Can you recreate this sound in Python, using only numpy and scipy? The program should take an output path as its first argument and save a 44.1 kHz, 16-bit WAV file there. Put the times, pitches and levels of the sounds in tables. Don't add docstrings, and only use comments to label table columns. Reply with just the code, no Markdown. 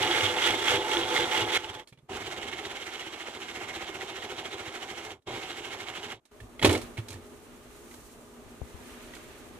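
import sys
import numpy as np
from scipy import signal
from scipy.fft import rfft, irfft
from scipy.io import wavfile

SR = 44100
rng = np.random.default_rng(int(sys.argv[2]) if len(sys.argv) > 2 else 0)


def dump(signal):
    limited = np.clip(np.atleast_2d(signal).T, -1, 1)
    pcm = np.round(limited * 32767).astype(np.int16)
    wavfile.write(sys.argv[1], SR, pcm)


def gain_from_decibels(decibels):
    exponent = np.asarray(decibels, float) / 20
    return 10 ** exponent


N = 422919
T = np.arange(N) / SR
HZ = np.maximum(np.fft.rfftfreq(2 ** 13, 1 / SR), 1)
LATE = slice(round(1.8 * SR), N)

# hz, alike_0_to_1
MOTOR_LIKENESS = [(60, 0.99), (300, 1), (700, 0.87), (1400, 0.65), (3000, 0.76), (6000, 0.13), (15000, 0.4)]
# hz, left_minus_right_db
MOTOR_BALANCE = [(60, -2), (200, -1), (700, -1), (1290, -1.5), (2380, -9.5), (4400, 0.5), (8120, -16.5),
                 (15000, -21.5)]
# start_s, overall_db, hands_activity_db
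ROOM_LEVEL = [(1.86, -21, 0), (1.97, -30, 2), (2.03, -22, 2), (2.085, -20, -3), (5.19, -30, 0),
              (6.2, -29, -1), (6.31, -26, 10), (6.315, -4, -1.5), (6.59, -1, -2.3), (6.794, 8.5, 1),
              (6.958, 0.5, 0.7), (7.43, -1.2, 0.5), (7.9, -0.8, 0), (8.3, -1.7, -1), (8.63, 0.4, -1),
              (8.89, 2, 4), (9.17, 0.7, 4.5), (9.59, 0.5, 0.5)]


def rms_one(x):
    return x / np.sqrt(np.mean(x ** 2) + 1e-20)


def at_hz(points, hz=HZ):
    table = np.array(points)
    return np.interp(np.log(hz), np.log(table[:, 0]), table[:, 1])


def in_time(rows):
    s, *columns = np.transpose(rows)
    return [np.interp(T, s, c) for c in columns]


def by_kind(tables, kinds):
    return [(*row, *kind) for table, kind in zip(tables, kinds) for row in table]


def drift(rate):
    r = np.exp(-128 * np.pi * rate / SR)
    noise = rng.standard_normal(N // 64 + 2002)
    slow = signal.lfilter([1], [1, -2 * r, r * r], noise)[2000:]
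    return np.interp(np.arange(N) / 64, np.arange(len(slow)), rms_one(slow))


def body(tone, modes):
    humps = sum(gain_from_decibels(db) ** 2 / (1 + (2 * (HZ - hz) / width) ** 2) ** 2 for hz, width, db in modes)
    return gain_from_decibels(at_hz(tone)) ** 2 + humps


def band(low_hz, high_hz):
    return 1 / (1 + (low_hz / HZ) ** 8) / (1 + (HZ / high_hz) ** 8)


def stereo(excite, power, alike, lean, lag=0):
    share, lean_gain = np.clip(at_hz(alike), 0, .99), gain_from_decibels(at_hz(lean) / 2)
    out = np.zeros(excite.shape)
    for source, sign in zip(excite, (1, -1)):
        for side, gain in enumerate((lean_gain, 1 / lean_gain)):
            cepstrum = irfft(np.log(gain * np.sqrt(power * (1 + sign * share)) + 1e-9))
            cepstrum[1:len(HZ) - 1] *= 2
            cepstrum[len(HZ):] = 0
            response = irfft(np.exp(rfft(cepstrum)))[:len(HZ)]
            out[side] += sign ** side * signal.oaconvolve(source, response)[:len(source)]
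    out[0] = np.roll(out[0], lag)
    return out / np.sqrt(np.mean(((out[0] + out[1]) / 2) ** 2))


def grit(per_s, spread_db):
    struck = rng.random(N) < per_s / SR
    sizes = gain_from_decibels(spread_db * np.minimum(rng.exponential(1, N), 5)) * struck
    return rms_one(sizes) * rng.standard_normal((2, N)) + 1.57 * rng.standard_normal((2, N))


def ring(clicks, modes, luck):
    out = np.zeros(N)
    for (hz, db, t60), chance in zip(modes, luck.T):
        train = np.full(N, 1e-18)
        train[(clicks[0] * SR).astype(int)] = clicks[1] * gain_from_decibels(db + 2.8 * chance)
        r, w = gain_from_decibels(-60 / (t60 * SR)), 2 * np.pi * hz / SR
        out += signal.lfilter([0, np.sin(w)], [1, -2 * r * np.cos(w), r * r], train)
    return out


def room():
    # low_hz, high_hz, level_db, share_of_overall, share_of_hands
    layers = [(15, 138, -59, 0.95, 0.022), (169, 1310, -53, 0.87, 0), (1400, 5200, -62.5, 1, 1.1),
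              (4600, 17300, -64.5, 0.95, 0.62)]
    # hz, level_db_per_hz
    room_tone = [(15, -41), (30, -10), (55, -11), (146, -14.5), (250, -10.5), (420, -9.5), (610, -14.5),
                 (1320, -17.5), (3000, -22), (4200, -27), (5000, -32.5), (6200, -28.5), (9000, -29.5),
                 (15600, -37.5)]
    # hz, width_hz, level_db
    room_modes = [(243.6, 39, -4.5), (242, 9.9, -9), (351, 38, -4.5), (418, 10.3, -9), (620, 14, -6.5),
                  (1215, 80, -14)]
    # hz, alike_0_to_1
    likeness = [(60, 0.7), (130, 0.47), (290, 0.89), (640, 0.56), (1410, 0.28), (3100, 0), (6820, 0.05),
                (15000, 0.1)]
    # hz, left_minus_right_db
    balance = [(60, -1), (240, 0.5), (950, -1), (3770, -1.5), (15000, -4)]
    overall_db, hands_db = in_time(ROOM_LEVEL)
    swish_s, swish_width_s, swish_peak_db = 7.97, 0.33, 5.5
    swish_db = swish_peak_db * np.exp(-((T - swish_s) / swish_width_s) ** 2)
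    out = np.zeros((2, N))
    for low, high, db, overall, hands in layers:
        power = body(room_tone, room_modes) * band(low, high)
        noise = stereo(rng.standard_normal(out[:, LATE].shape), power, likeness, balance)
        level_db = db + overall * overall_db + hands * hands_db + drift(15)
        level_db = level_db + swish_db * (low > 4000)
        out[:, LATE] += noise * gain_from_decibels(level_db)[LATE]
    return out


def hum():
    level_db = in_time(ROOM_LEVEL)[0] - 200 * (T <= 1.8)
    out = np.zeros(N)
    for hz, db in ((415.0, -58.0), (240.6, -59.5)):
        loudness = gain_from_decibels(level_db + db + 1.9 * drift(7.7))
        out += loudness * np.sin(2 * np.pi * hz * T + 0.54 * drift(2.7))
    return out


def pop():
    pop_s, width_s, level_db = 8.617, .00035, -28
    u = (T - pop_s) / width_s
    return gain_from_decibels(level_db) * u * np.exp(-u ** 2 / 2) * gain_from_decibels(np.array([[4], [-8]]))


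def thuds():
    # start_s, level_db, pitch_hz
    jolts = [(.0, -36.5, 100), (.224, -28.5, 96), (.496, -34, 100), (.729, -31.5, 100), (.982, -44, 100),
             (1.198, -41.5, 122), (1.409, -32.5, 107)]
    # start_s, level_db, pitch_hz
    taps = [(1.918, -44, 126), (1.934, -52, 124), (1.972, -51, 121), (1.986, -54, 119), (2.024, -50, 118),
            (2.038, -53, 116), (6.98, -28, 105), (6.9895, -29.5, 105)]
    # start_s, level_db, pitch_hz
    drops = [(5.269, -51, 60.5), (6.405, -39, 102), (6.42, -40, 49.7), (6.63, -17.5, 100),
             (6.677, -18, 86.6), (6.741, -32, 104), (6.98, -32, 105), (7.099, -37, 86), (7.139, -34, 86)]
    # start_s, level_db, pitch_hz
    grips = [(8.46, -51, 88.5), (8.615, -32.5, 64), (8.617, -45, 111), (8.742, -40, 69)]
    # rise_s, t60_s, pan_db
    thud_kinds = [
        (0.019, 0.22, -2.5),
        (0.0097, 0.045, -3),
        (0.016, 0.27, -2),
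        (0.0052, 0.12, 19.5),
    ]
    out = np.zeros((2, N))
    for at, db, hz, rise, t60, pan_db in by_kind((jolts, taps, drops, grips), thud_kinds):
        span = slice(int(at * SR), int(at * SR) + SR // 2)
        since = T[span] - at
        swell = np.sin(np.pi / 2 * np.clip(since / max(rise, .001), 0, 1)) ** 2
        fade = gain_from_decibels(db - 2.5 - 60 * (np.maximum(since - rise, 0) / t60) ** 0.83)
        wave = np.sin(2 * np.pi * hz * (since + 0.0039 * (1 - np.exp(-since / 0.025))))
        out[:, span] += swell * fade * wave * gain_from_decibels(np.array([[pan_db], [-pan_db]]) / 2)
    return out


def knocks():
    # start_s, peak_db, ping_hz
    ticks = [(1.925, -41.5, 2380), (1.974, -52, 2900), (1.986, -50.5, 3460), (6.594, -27, 2110),
             (6.626, -11.5, 3020), (6.632, -22, 1700), (6.693, -14, 2950), (6.6465, -10.5, 2310),
             (6.971, -32, 2230), (6.977, -27.5, 2230), (6.988, -35, 3300)]
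    # start_s, peak_db, ping_hz
    cup_pings = [(6.402, -40, 1780), (7.139, -43, 1810), (7.911, -43, 2030), (9.136, -36, 1950)]
    # start_s, peak_db, ping_hz
    bumps = [(6.616, -26.5, 1900), (6.646, -6.5, 2410), (6.657, -14.5, 1070), (6.75, -20.5, 2170),
             (7.119, -37, 2370), (9.166, -39.5, 1430)]
    # start_s, peak_db, ping_hz
    scuffs = [(1.873, -44.5, 4270), (1.886, -53, 1800), (5.22, -68, 1770), (6.253, -51, 3800),
              (6.668, -32, 1900), (6.708, -27, 2500), (6.727, -24, 2790), (6.775, -35, 1790),
              (6.815, -34.5, 3550), (7.084, -32.5, 3990), (7.104, -36.5, 2400), (7.127, -41, 3600),
              (9.15, -41, 3500), (7.94, -42.5, 1570)]
    # start_s, peak_db, ping_hz
    thumps = [(6.656, -39, 1450), (6.674, -28, 1100), (6.707, -29, 1270), (6.698, -24, 1000),
              (6.72, -30, 750), (6.737, -25, 800), (6.757, -30, 1250), (7.157, -43, 2310)]
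    # body_db, sharp_part_db, length_s, ping_db
    knock_kinds = [
        (-10.5, -20.5, 0.033, -7),
        (-22, -15, 0.04, -1),
        (-4.5, -20, 0.034, -3.5),
        (-12, -6.5, 0.032, -6),
        (3.5, -30, 0.049, -13),
    ]
    # hz, level_db, t60_s
    cup_modes = [(895, 3, 0.041), (1000, -18, 0.039), (1780, -7, 0.076), (2230, 4, 0.038),
                 (2360, -15, 0.013), (3110, -24, 0.021), (3300, 7, 0.033), (3970, -2, .03),
                 (6070, -4.5, .03), (6950, -38, .03)]
    # hz, level_db, t60_s
    counter_modes = [(270.4, -3, 0.18), (338, -7.5, 0.24), (379, -10, 0.48), (483.6, -12, 0.36),
                     (714, -12, 0.033)]
    events = by_kind((ticks, cup_pings, bumps, scuffs, thumps), knock_kinds)
    s, db, ping_hz, body_db, sharp_db, length, ping_db = np.transpose(events)
    luck = rng.standard_normal((len(s), len(cup_modes) + len(counter_modes)))
    hit = ring((s, gain_from_decibels(db - 20.0)), cup_modes, luck)
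    hit += ring((s, gain_from_decibels(db + body_db - 9)), counter_modes, luck[:, len(cup_modes):])
    hit = signal.sosfilt(signal.butter(2, 5200, fs=SR, output="sos"), hit)

    crack_share = .7
    boom, scatter, scratch = np.zeros((3, N))
    lengths = np.maximum(length, .005)
    for at, level_db, low_db, hz, high_db, fade, tone_db in zip(
            s, db, body_db, ping_hz, sharp_db, lengths, ping_db):
        span = slice(int(at * SR), int(at * SR) + SR // 3)
        since = T[span] - at
        shape = gain_from_decibels(level_db - 60 * since / (2.8 * fade)) * np.clip(since / 0.0019, 0, 1)
        boom[span] += shape * gain_from_decibels(low_db - 8.0)
        scatter[span] += shape * gain_from_decibels(-14.5 - 60 * since / (2.7 * fade) * (1 / crack_share - 1))
        scratch[span] += shape * gain_from_decibels(high_db - 4.5)
        hit[span] += shape * gain_from_decibels(tone_db - 60 * since / 0.044) * np.sin(2 * np.pi * hz * since)

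    contacts = grit(1500, spread_db=2.0)
    tone = body([(120, -20), (230, -8), (350, 5.0), (700, -6.0), (2400, -4.0), (4000, -6),
                 (5000, -13.5), (7000, -17.5), (11000, -24.5), (15500, -40.5)], [])
    out = np.array([np.roll(hit, 3), hit]) * gain_from_decibels(np.array([[-2], [2.2]]))
    for envelope, edges in ((boom, (100, 750)), (scatter, (750, 4600)), (scratch, (4600, 16000))):
        noise = stereo(contacts[:, LATE], tone * band(*edges), MOTOR_LIKENESS, MOTOR_BALANCE, lag=2)
        out[:, LATE] += envelope[LATE] * noise
    return out


def kitchen(x, t60=0.19, wet_db=-16):
    since = np.arange(SR // 2) / SR
    tail = rng.standard_normal((2, len(since))) * gain_from_decibels(-60 * since / t60) * (since > .004)
    tail = signal.lfilter([.5], [1, -.5], tail)
    tail = tail / np.sqrt(np.sum(tail[0] ** 2))
    return x + gain_from_decibels(wet_db) * signal.oaconvolve(x, tail, axes=1)[:, :N]


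def wall(s, db):
    # hz, level_db, t60_s
    wall_modes = [(1950, -13.5, 0.041), (2284, -8, 0.015), (2830, -13, 0.031), (3250, -1, 0.008),
                  (3720, -4, 0.013)]
    rings = ring((s, gain_from_decibels(db)), wall_modes, rng.standard_normal((len(s), len(wall_modes))))
    soft = signal.sosfilt(signal.butter(2, [1700, 4200], "band", fs=SR, output="sos"), rings)
    sides = np.array([np.roll(soft, 3), 0.92 * soft + .5 * np.roll(soft, 29)])
    return sides * gain_from_decibels(np.array([[-2.5], [2.5]]))


def chips():
    # start_s, peak_db, ping_hz
    hard_chips = [(0.033, -14, 2890), (0.0867, -28, 3110), (0.1131, -13, 3250), (0.176, -20, 2880),
                  (0.2084, -28, 2250), (0.208, -15, 2890), (0.262, -20, 3110), (0.3651, -19.5, 3390),
                  (0.3848, -14, 2870), (0.4394, -14.5, 3210), (0.4614, -16.5, 3340), (0.5097, -18, 3260),
                  (0.5372, -19, 2150), (0.605, -25, 2800), (0.6257, -24, 1900), (0.6682, -20, 3270),
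                  (0.6844, -19, 2210), (0.7726, -20, 3300), (0.816, -22.5, 3280), (0.8669, -27, 3250),
                  (0.9168, -16.5, 2830), (0.9358, -17, 3250), (0.97, -12.5, 3410), (1.013, -22, 2880),
                  (1.0335, -18.5, 3170), (1.1273, -21, 2890), (1.1643, -12, 2140), (1.1774, -14.5, 2150),
                  (1.242, -18, 3250), (1.3145, -20, 3280), (1.3623, -18, 2030), (1.373, -17, 2260),
                  (1.3874, -28, 3360), (1.4491, -23, 3240), (1.5199, -28.5, 1730), (1.5464, -26, 3260),
                  (1.5648, -12.5, 2120), (1.5704, -18, 2170), (1.5913, -30, 2130), (1.644, -24.5, 2910),
                  (1.6924, -32, 3170), (1.7514, -31, 3380), (1.7714, -36, 3370), (1.7998, -35, 3180),
                  (2.2685, -30, 3050), (2.3234, -34, 2160), (2.3643, -30, 2020), (2.4301, -31, 2020),
                  (2.4735, -37, 3010), (2.5275, -27, 2830), (2.5898, -27, 2150), (2.6526, -28, 1970),
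                  (2.7704, -26, 2130), (2.8217, -29, 3100), (2.8661, -34, 2130), (3.0268, -32, 2000),
                  (3.2059, -29, 2150), (3.4194, -32, 2860), (3.4927, -34, 2080), (3.809, -36, 1930),
                  (4.01, -29, 2000), (4.226, -29, 1890), (4.3029, -34, 3280), (4.4545, -25, 3260),
                  (4.5304, -33, 1940), (4.5947, -36, 2160), (4.6606, -36, 2880), (5.1125, -33, 3120),
                  (5.2223, -66, 3850), (5.2702, -47, 2130), (5.2765, -40, 2480), (5.572, -36, 3140),
                  (5.6473, -30, 2200), (5.8728, -31, 2220), (5.9531, -35, 3240), (6.0306, -28, 2950),
                  (6.1028, -30, 3260)]
    ping_t60_s, chip_ping_db, chip_wall_db = .03, -6, -7
    s, db, ping_hz = np.transpose(hard_chips)
    pings, since = np.zeros(N), T[:SR // 20]
    for at, level_db, hz in zip(s, db, ping_hz):
        fade = gain_from_decibels(level_db + chip_ping_db - 60 * since / ping_t60_s)
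        shape = fade * np.clip(since / 0.00098, 0, 1)
        pings[int(at * SR):][:len(since)] += shape * np.sin(2 * np.pi * hz * since)
    sides = np.array([np.roll(pings, 3), pings]) * gain_from_decibels(np.array([[-3], [2.5]]))
    return wall(s, db + chip_wall_db) + sides


def wander(x, drifts):
    # low_hz, high_hz
    zones = [(1150, 1230), (1800, 2150), (2650, 3200), (3100, 4200)]
    out = x.copy()
    for zone, chance in zip(zones, drifts):
        b, a = signal.butter(1, zone, "band", fs=SR)
        out += signal.lfilter(b, a, x) * (gain_from_decibels(2.2 * chance) - 1)
    return out


def sag(dip_db, cycle, late):
    crest_sharpness = 0.76
    swirl = 2 * np.pi * cycle + 0.033 * (np.cos(2 * np.pi * cycle) - 1)
    return dip_db * np.abs(np.sin(swirl / 2 - np.pi * late)) ** (2 * crest_sharpness)


def blender():
    # start_s, switched_off_s, cut_s, lag_of_lows_turns, rumble_db
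    runs = [
        (0, 1.576, 1.576, 0.13, -57),
        (1.581, 1.8, 1.847, .11, -65.5),
        (2.096, 5.117, 5.2, 0.13, -63.5),
        (5.273, 6.122, 6.2, 0.21, -62.5),
    ]
    # start_s, turns_made, crest_rattle_db, dip_db, growl_db
    swirl_slow = [(0.0, 0.5, -27, 8, -35.5), (.215, 1, -27.5, 7, -34.5), (.462, 2, -26, 9, -34),
                  (.705, 3, -26.5, 9.5, -32.5), (.945, 4, -27.5, 7.5, -32.5), (1.172, 5, -27.5, 7.5, -33),
                  (1.378, 6, -29, 8.5, -33.5), (1.575, 7, -28.5, 6, -33)]
    # start_s, turns_made, crest_rattle_db, dip_db, growl_db
    swirl_burst = [(1.542, 0, -43.5, 3, -50.5), (1.699, 3, -39.5, 9, -44.5), (1.802, 5, -44.5, 5, -47),
                   (1.845, 11, -45, 0.0, -50.5)]
    # start_s, turns_made, crest_rattle_db, dip_db, growl_db
    swirl_long = [(2.112, 0, -38, 7, -42), (2.589, 9, -39, 7.5, -44.5), (2.661, 10, -39, 7.5, -44),
                  (2.874, 14, -40, 6.5, -47.5), (2.943, 15, -39.5, 6.5, -47.5),
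                  (3.137, 18, -41, 6.5, -47.5), (3.215, 19, -40, 6.5, -47), (3.35, 21, -41.5, 6, -47),
                  (3.429, 22, -40.5, 6.5, -47), (3.562, 24, -39, 6.5, -44.5), (3.955, 30, -39.5, 8, -44.5),
                  (4.312, 35, -39.5, 8.5, -44.5), (4.392, 36, -39, 8.5, -44.5),
                  (4.673, 40, -39, 8.5, -44.5), (4.755, 41, -38.5, 8.5, -45), (4.982, 44, -38.5, 8, -45),
                  (5.125, 46, -41, 3, -45.5)]
    # start_s, turns_made, crest_rattle_db, dip_db, growl_db
    swirl_last = [(5.27, -0.5, -37, 2.8, -43), (5.502, 3, -39, 6.9, -46), (6.123, 11, -39.5, 8, -45.5)]
    # hz, width_hz, level_db
    thin_modes = [(280, 13, -8), (344.3, 26, 5), (399, 50, 2), (494.4, 34, 2.5), (758, 50, -2),
                  (862.3, 37, 4), (1390, 170, -13.5), (2130, 140, -6.5), (2880, 57, -5), (3350, 500, -8),
                  (5880, 710, -22.5), (7180, 1600, -29)]
    # hz, width_hz, level_db
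    thick_modes = [(240, 72, -4.5), (337, 46, 3), (390, 102, 3), (502, 31, -3.5), (769, 134, -4),
                   (2160, 107, -6.5), (2950, 530, -13), (3260, 160, -11.5), (5670, 130, -18),
                   (6250, 530, -24.5), (7170, 1100, -26)]
    # hz, level_db
    growl_tone = [(25, -42.5), (60, -20.5), (170, -19), (260, -9), (520, -8.5), (1000, -6), (1300, -11),
                  (2500, -46.5)]
    # hz, level_db
    rattle_tone = [(500, -34), (900, -20), (1300, -10), (2500, -14), (3700, -13.5), (4700, -21.5),
                   (8000, -31.5), (12000, -40), (15500, -48)]
    start_db_per_s, first_turn_loss_db, uneven_spread_db = 2401, 7, 0.67
    coast_db_per_s = (522, 314, 138)
    flutter_db = (1.4, .6, .6, .6)
    rumble_follows = 2.2

    out = np.zeros((2, N))
    rough, smooth = grit(1800, spread_db=2.2), grit(900, spread_db=3.0)
    flutter, drifts = drift(40), np.array([drift(14) for _ in range(5)])
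    bits = rng.random((900, 2))
    patter = rms_one(wall(bits[:, 0] * runs[-1][1], -12 * bits[:, 1])[:, :round(6.4 * SR)])
    rumble_power = body([(25, -18), (50, -22.5), (70, -25.5), (170, -10.5), (400, -73.5)], [(100, 83, 0.01)])
    swirls = (swirl_slow, swirl_burst, swirl_long, swirl_last)
    for k, (rows, (start, off, cut, lag, rumble_db)) in enumerate(zip(swirls, runs)):
        s, turns, crest_db, dip_db, growl_db = np.transpose(rows)
        turns = np.round(2 * turns) / 2
        span = slice(max(round((start - .04) * SR), 0), round((cut + .04) * SR))
        t, modes = T[span], thin_modes if k < 2 else thick_modes

        growl_power = body(growl_tone, modes)
        rattle, whirr, growl, rumble = [
            stereo(source[:, span], power, MOTOR_LIKENESS, MOTOR_BALANCE, lag=2) for source, power in (
                (rough, body(rattle_tone, modes) * band(968, 15000)),
                (smooth, growl_power * band(643, 1080)),
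                (smooth, growl_power * band(10, 575)),
                (smooth[::-1], rumble_power))]

        cycle = np.interp(t, s, turns)
        uneven = uneven_spread_db * np.interp(cycle, np.arange(50), rng.standard_normal(50))
        dip = np.maximum(np.interp(np.floor(cycle), turns, dip_db), 0) * (cycle >= 1) * (t < off)
        crest_sag = sag(dip, cycle, 0)

        on_db = -start_db_per_s * np.maximum(start - t, 0) - 6000 * np.maximum(t - cut, 0)
        rattle_on, growl_on, rumble_on = on_db - np.outer(coast_db_per_s, np.maximum(t - off, 0))
        first = first_turn_loss_db * np.clip(1 - cycle, 0, 1)
        rattle_db = np.interp(t, s, crest_db) - first + uneven - crest_sag + flutter_db[k] * flutter[span]
        motor_db = np.interp(t, s, growl_db)
        whirr_db = motor_db - 2.0 + .8 * drifts[-1, span] - 0.42 * sag(dip, cycle, .02)
        shake_db = rumble_db + rumble_follows * (motor_db - motor_db.mean())

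        grinding = wander(rattle, drifts[:, span]) + .3 * gain_from_decibels(-.5 * crest_sag) * patter[:, span]
        out[:, span] += grinding * gain_from_decibels(rattle_on + rattle_db - 1)
        out[:, span] += whirr * gain_from_decibels(growl_on + whirr_db)
        out[:, span] += growl * gain_from_decibels(growl_on + motor_db - 0.75 - 0.67 * sag(dip, cycle, lag))
        out[:, span] += rumble * gain_from_decibels(rumble_on + shake_db + 8 - 1.13 * sag(dip, cycle, lag + .05))
    return out


def scene():
    return room() + hum() + pop() + thuds() + kitchen(knocks()) + chips() + blender()


def low_pass(x):
    return signal.sosfilt(signal.butter(12, 15735, fs=SR, output="sos"), x)


def record(dry):
    top = signal.cheby2(16, 60, 15900, fs=SR, output="sos")
    rounded = 0.92 * np.tanh(dry / 0.88)
    return low_pass(signal.sosfilt(top, rounded))


dry = scene()
out = record(dry)
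dump(out)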